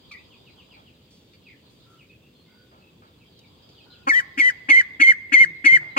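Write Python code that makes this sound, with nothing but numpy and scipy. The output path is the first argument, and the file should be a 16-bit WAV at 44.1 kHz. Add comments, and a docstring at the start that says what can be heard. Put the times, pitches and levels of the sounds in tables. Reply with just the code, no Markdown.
"""Indoors, a duckling stands in a plastic bin near two microphones, while other birds chirp far away.
After four seconds it peeps three times a second: each peep starts as a short rasping grunt, locks into
a loud whistle joined by a second, higher voice, and droops at the end. Its feet pat and scratch the bin.
The voice is built from sine waves, pulses and hiss, the feet from fading tones and filtered noise.
Standing waves in the bin and echoes color the sound; far birds are mostly gliding tones over patchy hiss."""
import sys
import numpy as np
from scipy import signal
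from scipy.fft import rfft, irfft
from scipy.io import wavfile
from scipy.ndimage import uniform_filter1d

SR = 44100
rng = np.random.default_rng(int(sys.argv[2]) if len(sys.argv) > 2 else 0)


def generate_wav(signal):
    """Clip the signal to [-1, 1] and save it as 16-bit WAV at the path in sys.argv[1]."""
    frames = np.transpose(np.atleast_2d(signal))
    scaled = np.clip(frames, -1, 1) * 32767
    pcm = np.round(scaled).astype(np.int16)
    wavfile.write(sys.argv[1], SR, pcm)


N = 263718

# one row a peep: (start t/s, length/s, held pitch f/Hz, depth of the pitch sag f/Hz, effort/dB,
#                  relative throaty buzz/dB, relative rasp/dB, second voice enters after t/s,
#                  extra left minus right/dB as the head turns)
PEEP_ROWS = [(4.067, .141, 2000, 260, -6, -22.5, -39, .068, 3),
             (4.371, .135, 2035, 85, -5, -50, -18, .036, 3),
             (4.683, .133, 2120, 110, 0, -30, -13, .029, .5), (4.994, .133, 2150, 90, 0, -50, -13, .032, 3),
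             (5.317, .133, 2155, 120, 0, -47, -13.5, .031, 6),
             (5.639, .138, 2140, 95, 0, -55, -15, .033, 6), (5.961, .135, 2140, 100, 0, -22, -16, .032, 0)]


def gain_of(db):
    """Turns decibels into amplitude."""
    return 10 ** (np.asarray(db) / 20)


def evened(x):
    """Scales a sound to an average strength (rms) of 1."""
    return x / np.sqrt(np.mean(abs(x) ** 2) + 1e-20)


def read(points, hz):
    """Reads a table between its points, on a log-frequency axis."""
    f, value = np.transpose(points)
    return np.interp(np.log(hz + 1), np.log(f + 1), value)


def add(mix, s, sound):
    """Mixes a sound in at time s, in seconds."""
    part = mix[max(round(s * SR), 0):][:len(sound)]
    part += sound[:len(part)]


def noise(points, size):
    """Makes hiss of rms 1 whose strength at each frequency follows a table."""
    shape = gain_of(read(points, np.fft.rfftfreq(size, 1 / SR)))
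    return evened(irfft(rfft(rng.standard_normal(size)) * shape, size))


def waver(size, hz):
    """Makes a slow random wobble of rms 1, up to about hz."""
    damping = 1 + (np.fft.rfftfreq(size, 1 / SR) / hz) ** 2
    return evened(irfft(rfft(rng.standard_normal(size)) / damping, size))


def angle(hz):
    """Adds up a pitch curve into the running phase of a wave."""
    return 2 * np.pi * np.cumsum(hz) / SR


def step(t, width):
    """Rises smoothly from 0 to 1 around t = 0."""
    return (1 + np.tanh(t / width)) / 2


def resonate(x, hz, width):
    """Lets a sound ring around a pitch, fixed or moving, with gain 1 there; wide resonances die sooner."""
    turn = np.exp(1j * angle(hz * np.ones(len(x))))
    r = np.exp(-np.pi * width / SR)
    return 2 * (turn * signal.lfilter([1 - r], [1, -r], x / turn + 1e-18)).real


def peep(start, length, hold_hz, sag_hz, effort_db, buzz_db, rasp_db, second_after):
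    """Two sides of the syrinx, the bird's voice box, whistle together and mix into faint extra tones."""
    # pitch of the second voice: (share of its length, f/Hz)
    second_pitch = [(0, 3564), (0.119, 3155), (0.298, 3085), (.6, 3050), (0.998, 3009)]
    # harmonics of the whistle: (multiple of its pitch, relative level/dB)
    harmonics = [(2, -38), (3, -37), (4, -47)]
    # the two voices mix: (multiple of the whistle, multiple of the second voice, relative level/dB)
    mixed_tones = [(0, 1, 0), (-1, 1, -16), (0, 2, -16), (2, 1, -20), (1, 2, -20)]
    # air through the throat and bill: (f/Hz, relative level per Hz/dB)
    breath = [(400, -9), (750, -26.5), (1100, 8.5), (1600, -5), (2400, 4), (2800, -18.5), (3700, -45),
              (4500, -8), (5200, -7), (6300, -6), (8200, -6.5), (9500, -21.5), (12000, -22.5), (16000, -27)]

    # weak peeps take longer to lock into a whistle
    crest = start + .0245 - .0011 * effort_db
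    entry, end = start + second_after, start + length
    t = np.arange(start, end + .04, 1 / SR)

    # three stages: crest, sag, hold; the sine eases the moves between them
    stage = np.interp(t, crest + (end - crest) * np.array([0, .26, .7]), np.arange(3))
    stage -= .7 * np.sin(2 * np.pi * stage) / (2 * np.pi)

    # pitch climbs as the pressure builds and droops as it runs out
    building = 1 - .5 * np.exp((start - t) / .0065)
    running_out = 1 - .28 * np.exp(np.minimum(t - end, .003) / .008)
    steady_hz = np.interp(stage, np.arange(3), [2215, hold_hz - sag_hz, hold_hz])
    pitch = steady_hz * building * running_out
    first = angle(pitch * (1 + .003 * waver(len(t), 300)))

    # the crest depends less on effort than the rest
    stage_db = [-6.7 + .65 * effort_db, -9.1 + effort_db, -6.9 + effort_db]
    level = gain_of(np.interp(stage, np.arange(3), stage_db))
    fade = step(end - .001 - t, .002) * (1 - .62 * step(t - end + .012, .006))

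    tone = np.sin(first) * (1 + .04 * waver(len(t), 290)) * step(t - crest + 0.0026, 0.0041)
    # the flapping of the grunt lingers in the whistle as a fading tremor
    tremor_hz, tremor_depth, tremor_s = 310, .15, .011
    tremor = np.exp(-abs(t - crest) / tremor_s) * np.sin(2 * np.pi * tremor_hz * (t - crest))
    tone *= 1 + tremor_depth * tremor
    overtones = sum(gain_of(db) * np.sin(k * first) for k, db in harmonics)
    overtones *= step(t - crest + .01, .004)
    overtones *= 1 + 1.3 * step(crest + .012 - t, .004)  # strongest early on
    overtones *= 1 + .55 * waver(len(t), 250)

    # the second voice starts under the whistle and swells toward the end
    second_db, swell_db = -35.5, 7
    progress = np.clip((t - entry) / (end - entry), 0, 1)
    second_hz = np.interp(progress, *np.transpose(second_pitch))
    second = angle(second_hz * (1 + 0.0067 * waver(len(t), 200)))
    joined = step(t - entry - .002, .004) * gain_of(second_db + swell_db * progress)
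    mixed = sum(gain_of(db) * np.sin(j * first + k * second) for j, k, db in mixed_tones)
    mixed *= 1 + .3 * waver(len(t), 150)
    whistle = fade * (level * (tone + overtones) + joined * mixed)

    # air hisses most while the whistle is taking hold; weak peeps leak more air
    blowing = step(t - start - .006, .003) * step(end + .004 - t, .005) * (1 + .2 * waver(len(t), 300))
    burst = 1 + 1.9 * np.exp(-((t - crest + .005) / .01) ** 2)
    air = gain_of(-43) * burst * noise(breath, len(t))
    leak = gain_of(-69 - 3.1 * effort_db) * rng.standard_normal(len(t))
    return whistle + blowing * (air + leak) + grunt(t - start, pitch, buzz_db, rasp_db, crest - start)


def grunt(t, pitch, buzz_db, rasp_db, crest):
    """Slack membranes flap at a low, rising rate; each flap rings the throat, which follows the pitch."""
    flap_hz = 267 + 85 * step(t - .78 * crest, .006)
    flap = angle(flap_hz * (1 + .015 * waver(len(t), 150)))
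    pulses = evened(sum(np.cos(k * flap) for k in range(2, 13)))

    # the rasp grows until the whistle locks
    drive = pulses + .4 * rng.standard_normal(len(t))
    ring = evened(resonate(resonate(resonate(drive, pitch, 730), pitch, 1300), pitch, 1900))
    rasping = step(t - .005, .002) * step(crest - t, .006)
    rasping *= np.exp((np.minimum(t, crest) - crest / 2) / .025)

    # the hum is the flapping itself, soon dying away
    hum = np.sqrt(2) * np.sin(flap) + gain_of(-16) * np.sin(2 * flap)
    hum *= step(t - .005, 0.0029) * np.exp(-np.maximum(t - .018, 0) / 0.0096)

    # the throaty buzz is brief and keeps fixed resonances
    buzz = evened(resonate(resonate(pulses, 1080, 300), 1080, 1500) + .05 * resonate(pulses, 560, 300))
    buzz *= step(t - .006, 0.0038) * step(.022 - t, 0.0028)
    return gain_of(rasp_db - 7) * ring * rasping + gain_of(-31.5) * hum + gain_of(buzz_db + 4) * buzz


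def feet_and_short_noises():
    """Webbed feet flex the bin floor in soft pats; filtered noise makes scratches and one steep chirp."""
    # steps on the bin floor: (t/s, relative level/dB, lowest tone of the first pat f/Hz)
    steps = [(5.405, -35.5, 175), (5.718, -35, 162)]
    # scratches of claws and litter on the plastic, and at 1.335 s a short steep chirp made of
    # filtered noise: (t/s, relative level/dB, center f/Hz, decay/s)
    short_noises = [(.115, -48, 3400, .022), (.765, -53.5, 790, .063), (1.107, -62, 4960, .11),
                    (1.335, -56, 2530, .022), (1.7, -68.5, 6400, .16), (1.9, -70, 6440, .15),
                    (2.715, -54.5, 860, .094), (3.021, -53.5, 950, .059), (3.391, -51, 4730, .004),
                    (3.69, -58, 3500, .02), (5.81, -46, 976, .09)]
    # each step is a short run of pats, ever softer, their lowest tone ever lower
    pat_gap_s, pat_fade_db, pat_drop_hz = .047, 3, 12

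    out, t = np.zeros(N), np.arange(SR // 4) / SR
    pat_shape = (1 - np.exp(-t / 0.0027)) * np.exp(-t / 0.02)
    for s, db, hz in steps:
        for k in range(4):
            panel = np.sin(2 * np.pi * (hz - k * pat_drop_hz) * t)
            panel += gain_of(-8.5) * np.sin(2 * np.pi * 335 * t)
            panel += gain_of(-25) * np.sin(2 * np.pi * 550 * t) * np.exp(-t / 0.025)
            add(out, s + k * pat_gap_s, gain_of(db - k * pat_fade_db) * panel * pat_shape)
    for s, db, hz, decay in short_noises:
        burst = evened(resonate(resonate(rng.standard_normal(len(t)), hz, hz), hz, hz))
        add(out, s, gain_of(db) * burst * np.exp(-t / decay))
    return out


def ports(x):
    """Direct sound plus the bin's standing waves: the whistle swings between the sides as its pitch moves."""
    # standing waves in the bin: (f/Hz, width f/Hz, signed share at the left microphone, at the right)
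    bin_modes = [(2131.6, 91.5, -0.86, 0.95), (2137, 28, 0.32, .02), (2364, 21, 1, 1.8),
                 (4555, 130, 1, 3.6), (7450, 150, -0.35, 0.67)]
    # phase by which the left microphone leads: (f/Hz, phase/rad)
    left_lead = [(20, 6.5), (300, 0.07), (1100, 3.5), (2100, 4.5), (3100, 8), (4400, 8), (16000, 8.5)]
    # the right microphone favors the treble: (f/Hz, left minus right/dB)
    treble_shade = [(2400, 0), (3000, -6), (4400, -5), (6200, -5), (8000, -1), (12000, -3)]

    pair = np.outer([1.3, .65], x)
    pair += sum(np.outer([left, right], resonate(x, hz, width)) for hz, width, left, right in bin_modes)
    size = N + SR
    hz = np.fft.rfftfreq(size, 1 / SR)
    lean = gain_of(read(treble_shade, hz) / 2)
    sides = np.array([lean * np.exp(1j * read(left_lead, hz)), 1 / lean])
    return irfft(rfft(pair, size) * sides, size)[:, :N]


def head_turn(pair):
    """The whistle's band leans toward the left by a varying amount as the head turns, steady in each peep."""
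    times = [s for start, length, *_ in PEEP_ROWS for s in (start, start + length)]
    leans_db = np.repeat([row[-1] for row in PEEP_ROWS], 2)
    pan_db = np.interp(np.arange(N) / SR, times, leans_db, left=0)
    band = signal.butter(2, [1500, 2700], "band", fs=SR, output="sos")
    whistle = signal.sosfiltfilt(band, pair)
    return pair + (gain_of(np.outer([.5, -.5], pan_db)) - 1) * whistle


def echoes(x, t60s, delay):
    """Dense reflections, each band dying at its own speed (time to fall 60 dB), unrelated on the two sides."""
    hz, t, z = signal.stft(rng.standard_normal((2, SR)), SR, nperseg=256)
    tail = signal.istft(z * gain_of(-60 * t / read(t60s, hz)[:, None]), SR, nperseg=256)[1]
    tail *= step(np.arange(tail.shape[1]) / SR - delay, delay / 2)
    return signal.fftconvolve(x[None], tail / np.linalg.norm(tail[0]), axes=1)[:, :N]


def far_birds():
    """Other birds give falling chirps, level whistles and one squeak, all made of thin gliding tones."""
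    # falling chirps: (t/s, middle pitch f/Hz, relative level/dB)
    chirps = [(.298, 2800, -57.5), (.454, 2520, -57.5), (.575, 2760, -55.5), (.705, 2570, -53.5),
              (.855, 2750, -59.5), (1.452, 2330, -52.5), (1.495, 2050, -57), (1.979, 2600, -56),
              (3.19, 2600, -63), (3.4, 2540, -62.5), (3.76, 2900, -57.5), (3.908, 3000, -58.5)]
    # level whistles: (t/s, length/s, pitch f/Hz, relative level/dB)
    whistles = [(1.851, .14, 1350, -61.5), (2.088, .06, 2550, -57), (2.209, .1, 2700, -65),
                (2.324, .12, 4250, -67), (2.464, .2, 1480, -66.5), (2.456, .1, 2120, -70),
                (2.49, .16, 4680, -68), (2.793, .12, 2620, -61.5), (3.843, .22, 1445, -63.5),
                (3.899, .04, 4070, -52.5), (5.901, .052, 3950, -58.5)]

    out = np.zeros(N)
    for s, hz, db in chirps:
        # each chirp falls fast, then flattens
        add(out, s, gain_of(db) * glide(.06, [hz * 1.28, hz, hz * .84]))
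    for s, length, hz, db in whistles:
        add(out, s, gain_of(db) * glide(length, [hz, hz, hz]))
    add(out, *squeak())
    return out


def glide(length, contour_hz):
    """A thin, unsteady note slides through a start, middle and end pitch."""
    u = np.linspace(0, 1, int(length * SR))
    pitch = np.polyval(np.polyfit([0, .5, 1], contour_hz, 2), u) * (1 + .015 * waver(len(u), 250))
    flutter = 1 + .6 * waver(len(u), 120)
    return evened(np.sin(angle(pitch)) * flutter * signal.windows.tukey(len(u), .4))


def squeak():
    """A hoarse start, with tones at half and one and a half times the pitch, clears into a thin whistle."""
    # its pitch dips and rises again: (t/s, f/Hz, relative level/dB)
    squeak_points = [(.111, 2470, -35), (.135, 2150, -48), (.152, 1900, -44), (.175, 2400, -52),
                     (.21, 2700, -58)]
    s, hz, db = np.transpose(squeak_points)
    t = np.arange(s[0], s[-1], 1 / SR)
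    turn = angle(np.interp(t, s, hz) * (1 + .012 * waver(len(t), 250)))
    hoarse_db, hoarse_s = -7, .009
    hoarse = np.sin(turn / 2) + .5 * np.sin(turn + turn / 2)
    hoarse *= gain_of(hoarse_db) * np.exp((s[0] - t) / hoarse_s)
    level = gain_of(np.interp(t, s, db)) * np.sqrt(2)
    return s[0], level * (np.sin(turn) + hoarse) * signal.windows.tukey(len(t), .08)


def flock():
    """Many more birds, too far to tell apart, blend into falling chirps over a patchy hiss."""
    # color of the blur: (f/Hz, relative level per Hz/dB)
    blur_color = [(1000, -.5), (2000, -19), (2500, -10.5), (3300, 3.5), (4200, -6), (4900, 0.5),
                  (5400, -25.5), (7000, -17.5), (8600, -28), (9500, -53)]
    # rise and fall of the whole flock: (t/s, relative level/dB)
    flock_level = [(0.0, -61), (0.75, -61), (0.96, -67), (1.91, -65), (2.15, -70), (2.56, -67), (3.03, -68),
                   (3.73, -61), (4.45, -62), (4.58, -60), (5.2, -68), (5.98, -62)]

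    chatter, u = np.zeros(N), np.linspace(0, 1, int(.06 * SR))
    for when, high, fall, size in rng.random((100, 4)):
        pitch = (2900 + 2100 * high) * (1 - (.1 + .2 * fall) * u) * (1 + .012 * waver(len(u), 300))
        add(chatter, when * N / SR, gain_of(7 * size) * np.sin(angle(pitch)) * np.sin(np.pi * u))
    chatter = evened(echoes(chatter, [(2000, 0.099), (5000, 0.11)], delay=.002))

    # random patches of time and pitch, the same on both sides, make the hiss uneven
    z = signal.stft([noise(blur_color, N), noise(blur_color, N)], nperseg=512)[2]
    patches = uniform_filter1d(rng.standard_normal(z.shape[1:]), size=4, axis=0)
    patches = evened(uniform_filter1d(patches, size=8, axis=1))
    blur = evened(signal.istft(z * gain_of(2.8 * patches), nperseg=512)[1][:, :N])
    swell = gain_of(np.interp(np.arange(N) / SR, *np.transpose(flock_level)))
    return swell * (gain_of(3) * blur + gain_of(-4) * chatter)


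def background():
    """Low room noise is filtered hiss, alike on both sides in the bass."""
    # color of the noise: (f/Hz, relative level per Hz/dB)
    floor_color = [(20, -58), (32, -36), (55, -2), (110, 3.5), (230, -0.5), (500, -6.5), (800, -25),
                   (1900, -23), (2600, -17.5), (4700, -26), (5600, -29.5), (8100, -29.5), (10900, -38),
                   (14200, -28.5)]
    # likeness of the two sides: (f/Hz, share from 0 to 1)
    likeness = [(60, 0.99), (180, 0.96), (550, 0.75), (1650, 0.2), (4970, 0.05), (15000, 0.01)]
    same = np.clip(read(likeness, np.fft.rfftfreq(N, 1 / SR)), -1, 1)
    left, other = noise(floor_color, N), noise(floor_color, N)
    right = irfft(same * rfft(left) + np.sqrt(1 - same ** 2) * rfft(other), N)
    return gain_of(-56.5) * np.array([left, right])


def scene():
    """Mixes the duckling in its bin, the room around it and the birds beyond."""
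    # the room's echoes: (f/Hz, time to fall 60 dB t/s)
    room_decay = [(200, 0.38), (1000, 0.95), (1650, 0.6), (2120, 0.78), (2500, 1), (3000, 0.11),
                  (4500, 0.59), (8000, 0.37), (15000, 0.34)]
    duck, birds = np.zeros(N), far_birds()
    for row in PEEP_ROWS:
        add(duck, row[0], peep(*row[:-1]))
    near = duck + feet_and_short_noises()

    # long waves reach both microphones alike
    bass = signal.sosfilt(signal.butter(2, 600, fs=SR, output="sos"), near)
    treble = signal.sosfilt(signal.butter(2, 600, "high", fs=SR, output="sos"), near)
    direct = head_turn(ports(treble)) - bass

    walls = gain_of(-12.5) * echoes(treble, [(300, .08), (8000, .07)], delay=.003)
    # one narrow standing wave rings on between the peeps, opposite on the two sides
    ring_hz, ring_width_hz, ring_db = 2130, 4, -22.5
    ring = gain_of(ring_db) * np.outer([1, -1], resonate(near, ring_hz, ring_width_hz))
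    room = gain_of(-26.3) * echoes(near, room_decay, delay=0.021)
    beyond = gain_of(-3) * birds + gain_of(-4) * echoes(birds, [(1000, .3), (5000, .18)], delay=.004)
    return direct + walls + ring + room + beyond + flock() + background()


def record(dry):
    """Cuts the rumble below 38 Hz and the treble above 15900 Hz."""
    dry = signal.sosfilt(signal.butter(4, 38, "high", fs=SR, output="sos"), dry)
    band_limit = signal.firwin(511, 15900, window=("kaiser", 9), fs=SR)
    return signal.oaconvolve(dry, band_limit[None], "same")


dry = scene()
out = record(dry)
generate_wav(out)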